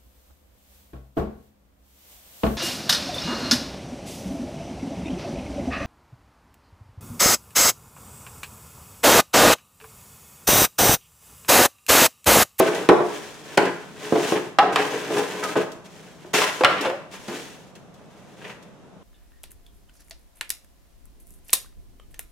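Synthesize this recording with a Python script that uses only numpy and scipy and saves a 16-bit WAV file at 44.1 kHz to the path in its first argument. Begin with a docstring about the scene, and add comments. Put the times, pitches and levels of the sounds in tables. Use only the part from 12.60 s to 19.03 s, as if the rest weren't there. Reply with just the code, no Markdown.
"""Scored drywall is folded and snapped on the concrete floor of a garage: knocks and snaps ring the
panel modes over a burst of crunch noise and a lingering tone. Crumbs are short decaying bright noise;
drags and scrapes are random grains that hiss as grit and shake the panel into rasp and drone.
Later only quieter drags, scrapes and crumbs remain, over steady room noise.
Floor and walls reflect the sounds, and the microphone stage flattens the loudest peaks."""
import sys
import numpy as np
from scipy import signal
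from scipy.fft import rfft, irfft
from scipy.io import wavfile

SR = 44100
rng = np.random.default_rng(int(sys.argv[2]) if len(sys.argv) > 2 else 0)


def generate_wav(sig):
    """Save sig (samples, or channels by samples) to the path in sys.argv[1] as 16-bit PCM at SR."""
    pcm = np.round(np.clip(np.atleast_2d(sig).T, -1, 1) * 32767).astype(np.int16)
    wavfile.write(sys.argv[1], SR, pcm)


N = 283563
TIME = np.arange(N) / SR   # [s]
BLOW_SIZE = SR * 3 // 5    # length computed for each blow [samples]

# bending modes of the panels: (nominal frequency [Hz], relative level [dB], undamped t60 [s])
PANEL_MODES = [(125, -7.5, 0.25), (166, -2, 0.21), (189, -7, 0.099), (288.7, 4.5, 0.14), (338.4, 3.5, 0.15),
               (356.9, 6, 0.39), (429.4, 4, 0.17), (483.3, 2, .13), (554.5, 1.5, 0.087), (644.3, 0, 0.34),
               (686, -8.5, 0.59), (822.5, -2, 0.13), (915, -9.5, 0.03), (1018, 4.5, 0.094),
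               (1100, -9, 0.15), (1231, 3, 0.053), (1313, -7.5, 0.007), (1534, 7, 0.049), (1683, -1, 0.014),
               (1940, 7.5, 0.025), (2346, -6.5, 0.017), (2310, -39, 0.0196), (2670, -4, 0.019),
               (2850, -3, 0.15), (2940, -17, 0.058)]
# spectrum of the grit and gypsum: (frequency [Hz], relative density [dB per Hz])
GRIT_SPECTRUM = [(2000, -23), (3200, -1), (4500, -6), (6300, -4.5), (9000, -10.5), (12500, -17),
                 (16000, -22.5)]


def knocks(low_cut_hz=120):
    """Board knocks on floor or stack are mostly dull, with soft contacts; core snaps are brighter."""
    # knocks: (time [s], main tone [Hz], level [dB], lingering tone [dB re level],
    #          dullness [dB per octave], rise [s])
    knock_table = [(0.001, 371.7, -17, 1, 6, 0.00036), (0.289, 361.3, -9, -13, 5, 0.00052),
                   (0.314, 468, -15.5, -6, 16, 0.0022), (0.402, 423, -19, -6.5, 10, 0.0065),
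                   (1.523, 333.5, -16.5, -3, 10, 0.0016), (1.555, 402, -22.5, -1, 5, 0.0038),
                   (1.72, 349.6, -20, -2.5, 8, 0.0022), (2.024, 727, -24.5, 5, 27, 0.0052),
                   (2.5, 426, -23.5, -2.5, 12, 0.011), (2.564, 437, -33, -4, 14, 0.006),
                   (2.826, 1260, -23, -6, 29, 0.014), (2.954, 425, -16, -12, 6, 0.013),
                   (3.642, 401, -43, 2, 8, 0.0063), (4.006, 528, -24.5, 8, 4.5, .005),
                   (4.246, 543, -20, -1, 1, .016), (4.297, 605, -30.5, 1.5, 4, 0.0043),
                   (4.68, 257, -34.5, 1, 1, 0.0075)]
    # gypsum core snaps: (time [s], main tone [Hz], level [dB], lingering tone [dB re level],
    #                     bright crack [dB re clack], rise [s])
    snap_table = [(0.973, 391.4, -13.5, -3, -3, .005), (1.986, 790, -15, 3.5, -15, .0007),
                  (2.158, 797, -19, -1.5, -7.5, .002), (3.738, 398, -27, -0.5, -4.5, .0014),
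                  (3.815, 1033, -22.5, -4, -8.5, .004), (4.035, 605, -18.5, -5.5, -15, .002),
                  (4.046, 1300, -13, -18.5, -13, .001)]
    snap_dull_db_per_octave, knock_crack_db = 1.3, -8

    blows = []
    for s, hz, level_db, tone_db, dull_db, rise_s in knock_table:
        blows.append((s, hz, level_db, tone_db, dull_db, knock_crack_db, rise_s))
    for s, hz, level_db, tone_db, crack_db, rise_s in snap_table:
        blows.append((s, hz, level_db, tone_db, snap_dull_db_per_octave, crack_db, rise_s))

    out = np.zeros((2, N))
    for s, *contact in blows:
        for track, sound in zip(out, blow(*contact)):
            add(track, s, sound)
    low_cut = signal.butter(3, low_cut_hz, "high", fs=SR, output="sos")
    return signal.sosfilt(low_cut, out)


def blow(tone_hz, level_db, tone_db, dull_db, crack_db, rise_s, wet_db=-3.5):
    """One contact excites ring and crunch, both reflected, plus a lingering tone; reach is its spectrum."""
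    body_octaves, bass_db_per_octave = 0.75, 11
    clack_top_hz, crack_hz, airy_hz, airy_db = 3220, 7700, 16100, -12.5

    # flat from the main tone to body_hz, weaker to both sides
    body_hz = min(tone_hz * 2 ** body_octaves, clack_top_hz)
    clack_db = level_db - dull_db * np.log2(clack_top_hz / body_hz)
    reach = [
        (tone_hz / 2 ** 2, level_db - 2 * bass_db_per_octave),
        (tone_hz, level_db),
        (body_hz, level_db),
        (clack_top_hz, clack_db),
        (crack_hz, clack_db + crack_db),
        (airy_hz, clack_db + crack_db + airy_db),
    ]
    attack = np.minimum(TIME[:BLOW_SIZE] / rise_s, 1)
    struck = garage(attack * (ringing(reach) + crunch(reach)), wet_db)
    return struck + attack * from_db(level_db + tone_db) * main_tone(tone_hz)


def ringing(reach, ring_db=-9, scatter_db=2.5, detune=0.0146):
    """The struck panel rings as decaying sines at its bending modes, as far as the contact reaches them."""
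    t = TIME[:BLOW_SIZE // 3]
    hz, mode_db, t60 = np.transpose(PANEL_MODES)
    strength_db = ring_db + mode_db + at_hz(reach, hz) + scatter_db * rng.standard_normal(len(hz))
    strength = from_db(strength_db) * rng.choice([-1, 1], len(hz))
    pitch_hz = hz * (1 + detune * rng.standard_normal(len(hz)))   # the grip shifts the modes
    modes = np.sin(2 * np.pi * pitch_hz[:, None] * t) * from_db(-60 * t / t60[:, None])
    return np.pad(strength @ modes, (0, BLOW_SIZE - len(t)))


def crunch(reach, dull_db=5, dull_t60=0.071, bright_db=7.0, bright_t60=0.025, split_hz=3800, width=0.43):
    """The gypsum core gives way: a very short bright crack over a duller, longer crunch."""
    t = TIME[:BLOW_SIZE]
    hz = np.maximum(np.fft.rfftfreq(BLOW_SIZE, 1 / SR), 30)
    noise = stereo_noise(size=BLOW_SIZE)
    centre = noise.mean(axis=0)
    noise = centre + width * (noise - centre)   # direct sound comes from straight ahead
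    core = rfft(noise) * np.sqrt(SR / 2 / hz) * from_db(at_hz(reach, hz))   # levels per octave
    bright_share = 1 / (1 + (split_hz / hz) ** 4)
    dull = irfft(core * (1 - bright_share), BLOW_SIZE)
    bright = irfft(core * bright_share, BLOW_SIZE)
    return dull * from_db(dull_db - 60 * t / dull_t60) + bright * from_db(bright_db - 60 * t / bright_t60)


def main_tone(hz, t60=0.48, wander_hz=30, flutter_db=3):
    """The piece's strongest resonance lingers between the walls, wavering as its reflections overlap."""
    t = TIME[:BLOW_SIZE]
    wandering_hz = hz + wander_hz * drift(rate=65.7, size=BLOW_SIZE)
    phase = 2 * np.pi * np.cumsum(wandering_hz) / SR
    level_db = flutter_db * drift(rate=56.2, size=BLOW_SIZE) - 60 * t / t60
    return np.sin(phase) * from_db(level_db)


def crumbs(level_db=-9, t60=0.078):
    """Gypsum crumbs break off: tiny fractures as grit-coloured noise with exponential decay."""
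    # (time [s], relative peak level [dB])
    crumb_table = [(0.1486, -23), (0.5425, -39), (1.0534, -26), (1.6611, -33), (2.583, -21.5), (2.837, -18),
                   (3.118, -32), (3.8754, -30), (4.2106, -21), (4.6808, -32), (5.1532, -37.5),
                   (5.3413, -45), (5.895, -44), (6.026, -42)]
    envelope, t = np.zeros(N), TIME[:SR // 10]
    for s, peak_db in crumb_table:
        add(envelope, s, from_db(peak_db + level_db - 60 * t / t60))
    return envelope * colour(stereo_noise(), GRIT_SPECTRUM)


def dragging(judder_db=1.5):
    """The edge judders over grit: dense grains hiss, rasp in the paper and make the panel drone."""
    # both: (frequency [Hz], relative density [dB per Hz])
    rasp_spectrum = [(600, 0), (1000, 1.5), (1500, 0), (2100, 2), (3100, 1.5), (4200, -8), (6500, -17.5)]
    drone_spectrum = [(100, -11.5), (200, -1.5), (330, -5.5), (450, 0), (560, -10), (750, -1.5),
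                      (1000, -12.5), (1600, -19)]
    grit_gain, rasp_gain, drone_gain = friction()
    slips = from_db(judder_db * drift(rate=83))
    hiss = scatter(slips * grains(per_s=6500, spread_db=2.0), width=0.62)
    contact = slips * grains(per_s=3000, spread_db=3.0)
    shaken = panel(contact)
    grit = colour(hiss, GRIT_SPECTRUM)
    rasp = colour(shaken + 0.74 * scatter(contact, width=0.69), rasp_spectrum)
    drone = colour(shaken + 0.1 * contact, drone_spectrum)
    return grit_gain * grit + rasp_gain * rasp + drone_gain * drone


def friction(edge_s=0.024):
    """Gains of grit, rasp and drone: drags follow hiss and load; scrapes bite, sag and let go."""
    # one curve a drag over the gritty floor: (time [s], relative hiss level [dB])
    drag_curves = [
        [(0.0, -37.5), (0.014, -39.5), (0.074, -39.5), (0.122, -44), (0.154, -41), (0.16, -40.5), (0.27, -51.5)],
        [(0.36, -55), (0.52, -48), (0.542, -44.5), (0.608, -51), (0.626, -47), (0.802, -55.5), (0.922, -50),
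         (0.95, -50)],
        [(1.1, -55), (1.346, -58), (1.446, -46), (1.712, -36.5), (1.718, -37), (1.832, -55), (1.858, -51),
         (1.9, -60)],
        [(2.2, -42.5), (2.4, -43.5), (2.472, -46.5), (2.582, -39), (2.632, -45), (2.816, -46), (2.836, -40),
         (2.93, -45.5)],
        [(3.26, -54.5), (3.286, -61.5), (3.348, -57), (3.468, -57), (3.578, -64), (3.672, -58), (3.7, -65),
         (3.71, -61)],
        [(4.5, -74), (4.516, -51), (4.544, -48.5), (4.568, -56), (4.62, -52.5), (4.758, -44), (5.08, -66),
         (5.1, -67)],
        [(5.36, -71), (5.476, -72), (5.53, -66), (5.732, -65), (5.896, -55.5), (6.004, -83), (6.03, -68),
         (6.1, -76)],
    ]
    # weight on the board, one value a drag: (load [dB])
    loads_db = [13, 3, 5.5, 8.5, 1.5, -0.5, 5]
    # short scrapes and paper rips: (time [s], length before release [s], rasp level [dB],
    #                               grit [dB re rasp], drone [dB re rasp])
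    scrape_table = [(0.897, 0.0077, -42, -9, -15), (0.999, 0.089, -32.5, -26, 8.5),
                    (1.752, 0.015, -27.5, -20, 5.5), (2.02, 0.12, -37.5, -18, 11.5),
                    (2.12, 0.057, -35, -4, 4), (2.174, 0.049, -26.5, -15, 0), (2.32, 0.054, -38, -8, 8.5),
                    (2.559, 0.045, -40.5, 1, 16.5), (2.962, 0.062, -35, -5.5, 9.5),
                    (3.732, 0.11, -21.5, -2, -5), (3.863, 0.025, -25.5, -7.5, -12), (3.922, .1, -41, 1, 0),
                    (4.086, 0.13, -30.5, -17, 0), (4.208, 0.074, -32.5, -10, 4.5),
                    (4.536, 0.034, -43.5, -8, -12), (4.69, 0.061, -43.5, -8, 6),
                    (5.151, 0.011, -50, -11, -11), (5.812, 0.021, -45, -16, -4),
                    (5.838, 0.02, -37.5, -19, -3.5), (5.893, 0.018, -38.5, -15, -9)]
    drag_grit_db, drag_rasp_db, drag_drone_db, rasp_follows_load = 2.5, 2, 1, 0.39
    attack_s, sag_db_per_s, release_db_per_s = 0.0079, 37, 600

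    power = np.zeros((3, N))
    for drag, load_db in zip(drag_curves, loads_db):
        s, hiss_db = np.transpose(drag)
        touching = np.clip(np.minimum(TIME - s[0], s[-1] - TIME) / edge_s + 1, 0, 1)
        envelope = touching * from_db(np.interp(TIME, s, hiss_db))
        rasp_db = drag_rasp_db + rasp_follows_load * load_db
        shares = from_db([drag_grit_db, rasp_db, drag_drone_db + load_db])
        power += np.outer(shares, envelope) ** 2

    t = TIME[:BLOW_SIZE]
    for s, length_s, rasp_db, grit_db, drone_db in scrape_table:
        fall_db = sag_db_per_s * t + release_db_per_s * np.maximum(t - length_s, 0)
        envelope = np.minimum(t / attack_s, 1) * from_db(rasp_db - fall_db)
        for track, share in zip(power, from_db([grit_db, 0, drone_db])):
            add(track, s, (share * envelope) ** 2)
    return np.sqrt(power)


def panel(force, damping=1.78):
    """A running force drives two-pole panel resonators, damped by hands and floor."""
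    out = np.zeros(N)
    for k, (hz, level_db, t60) in enumerate(PANEL_MODES):
        r = from_db(-60 * damping / (t60 * SR))   # pole radius
        w = 2 * np.pi * hz / SR
        mode = signal.lfilter([1 - r, 0, r - 1], [1, -2 * r * np.cos(w), r * r], force)
        out += (-1) ** k * from_db(level_db) * mode
    return out


def grains(per_s, spread_db):
    """Clicks of either sign at random moments, most small and a few large."""
    sizes_db = spread_db * np.minimum(rng.exponential(1, N), 5)
    sizes = from_db(sizes_db) * rng.choice([-1, 1], N)
    return sizes * (rng.random(N) < per_s / SR)


def scatter(clicks, width):
    """Each grain reaches the two ports with a balance of its own."""
    balance = width * rng.standard_normal(N)
    return clicks * (1 + balance * np.array([[1], [-1]]))


def garage(x, wet_db, gap_s=.001, build_s=0.0021):
    """Floor and walls answer within milliseconds: a fresh noise tail with its own decay in each band."""
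    # (band centre [Hz], t60 [s], relative strength of the reflections [dB])
    bands = [(102, 0.89, 0.5), (251, 0.57, -3), (495, 0.39, 0.5), (1130, 0.63, 1), (2980, 0.56, -2.5),
             (6080, 0.56, -2), (15000, 0.47, -1)]
    t, hz = TIME[:BLOW_SIZE], np.fft.rfftfreq(BLOW_SIZE, 1 / SR)
    noise, tail = rfft(stereo_noise(size=BLOW_SIZE)), 0
    centres_hz = np.array(bands)[:, 0]
    for (_, t60, level_db), share in zip(bands, np.eye(len(bands))):
        fade = from_db(-60 * t / t60) * np.clip((t - gap_s) / build_s, 0, 1)
        band = irfft(noise * at_hz(np.c_[centres_hz, share], hz), BLOW_SIZE)
        tail = tail + from_db(level_db) * band * fade / np.sqrt(2 * np.sum(fade ** 2))
    reflections = signal.fftconvolve(x, tail, axes=1)[:, :x.shape[1]]
    return x + from_db(wet_db) * reflections


def room_air(level_db=-47.5):
    """Steady diffuse background: coloured stereo noise."""
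    # (frequency [Hz], relative density [dB per Hz])
    air_spectrum = [(15, -77), (25, -16.5), (92, -8), (175, 4), (270, -6), (575, -7), (624, -6), (775, -11),
                    (1400, -17), (1700, -22.5), (3720, -27), (4370, -32.5), (6050, -30.5), (13600, -44.5),
                    (16000, -63.5)]
    return from_db(level_db) * colour(stereo_noise(), air_spectrum)


def stereo_noise(size=N):
    """Diffuse noise whose likeness at the two ports depends on frequency, highest in the mids."""
    # (frequency [Hz], left-right correlation [-])
    likeness = [(50, 0.2), (150, 0.24), (280, 0.67), (550, 0.63), (1100, 0.62), (2200, 0.17), (4500, 0.12),
                (14000, 0.16)]
    alike = np.clip(at_hz(likeness, np.fft.rfftfreq(size, 1 / SR)), -.99, .99)
    mid, side = rfft(rng.standard_normal((2, size)))
    return irfft(np.sqrt(1 + alike) * mid + np.sqrt(1 - alike) * side * [[1], [-1]], size)


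def colour(x, spectrum):
    """Filter a steady sound to a spectrum that falls away beyond its ends; rms 1."""
    closed = [(spectrum[0][0] / 2, -70)] + list(spectrum) + [(spectrum[-1][0] * 2, -70)]
    gain = from_db(at_hz(closed, np.fft.rfftfreq(N, 1 / SR)))
    return rms_one(irfft(rfft(x) * gain, N))


def drift(rate, size=N):
    """Slow chance: straight lines between normal random knots, rate knots per second."""
    knots = rng.standard_normal(4000)
    return np.interp(TIME[:size] * rate, np.arange(len(knots)), knots)


def at_hz(points, hz):
    """Read a table on a log-frequency axis."""
    f, value = np.transpose(points)
    return np.interp(np.log(np.maximum(hz, 1)), np.log(f), value)


def from_db(db):
    """Decibels to amplitude ratio."""
    return 10 ** (np.asarray(db) / 20)


def rms_one(x):
    """Scale to rms 1."""
    return x / np.sqrt(np.mean(x ** 2) + 1e-20)


def add(track, s, sound):
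    """Lay a sound into a track at time s."""
    start = max(round(s * SR), 0)
    track[start:start + len(sound)] += sound[:N - start]


def scene():
    """Sum the blows, the reflected drags and crumbs, and the background."""
    balance = from_db(np.array([[.4], [-.4]]))   # left slightly louder
    scrapes = garage(dragging() + crumbs(), wet_db=-3.5) * balance
    return knocks() + scrapes + room_air()


def record(dry, ceiling=.72, cutoff_hz=16200):
    """The microphone stage flattens the loudest peaks; a steep low-pass cuts the top."""
    clipped = dry / (1 + (dry / ceiling) ** 12) ** (1 / 12)
    low_pass = signal.ellip(10, .1, 80, cutoff_hz, fs=SR, output="sos")
    return signal.sosfilt(low_pass, clipped)


dry = scene()
out = record(dry)
generate_wav(out)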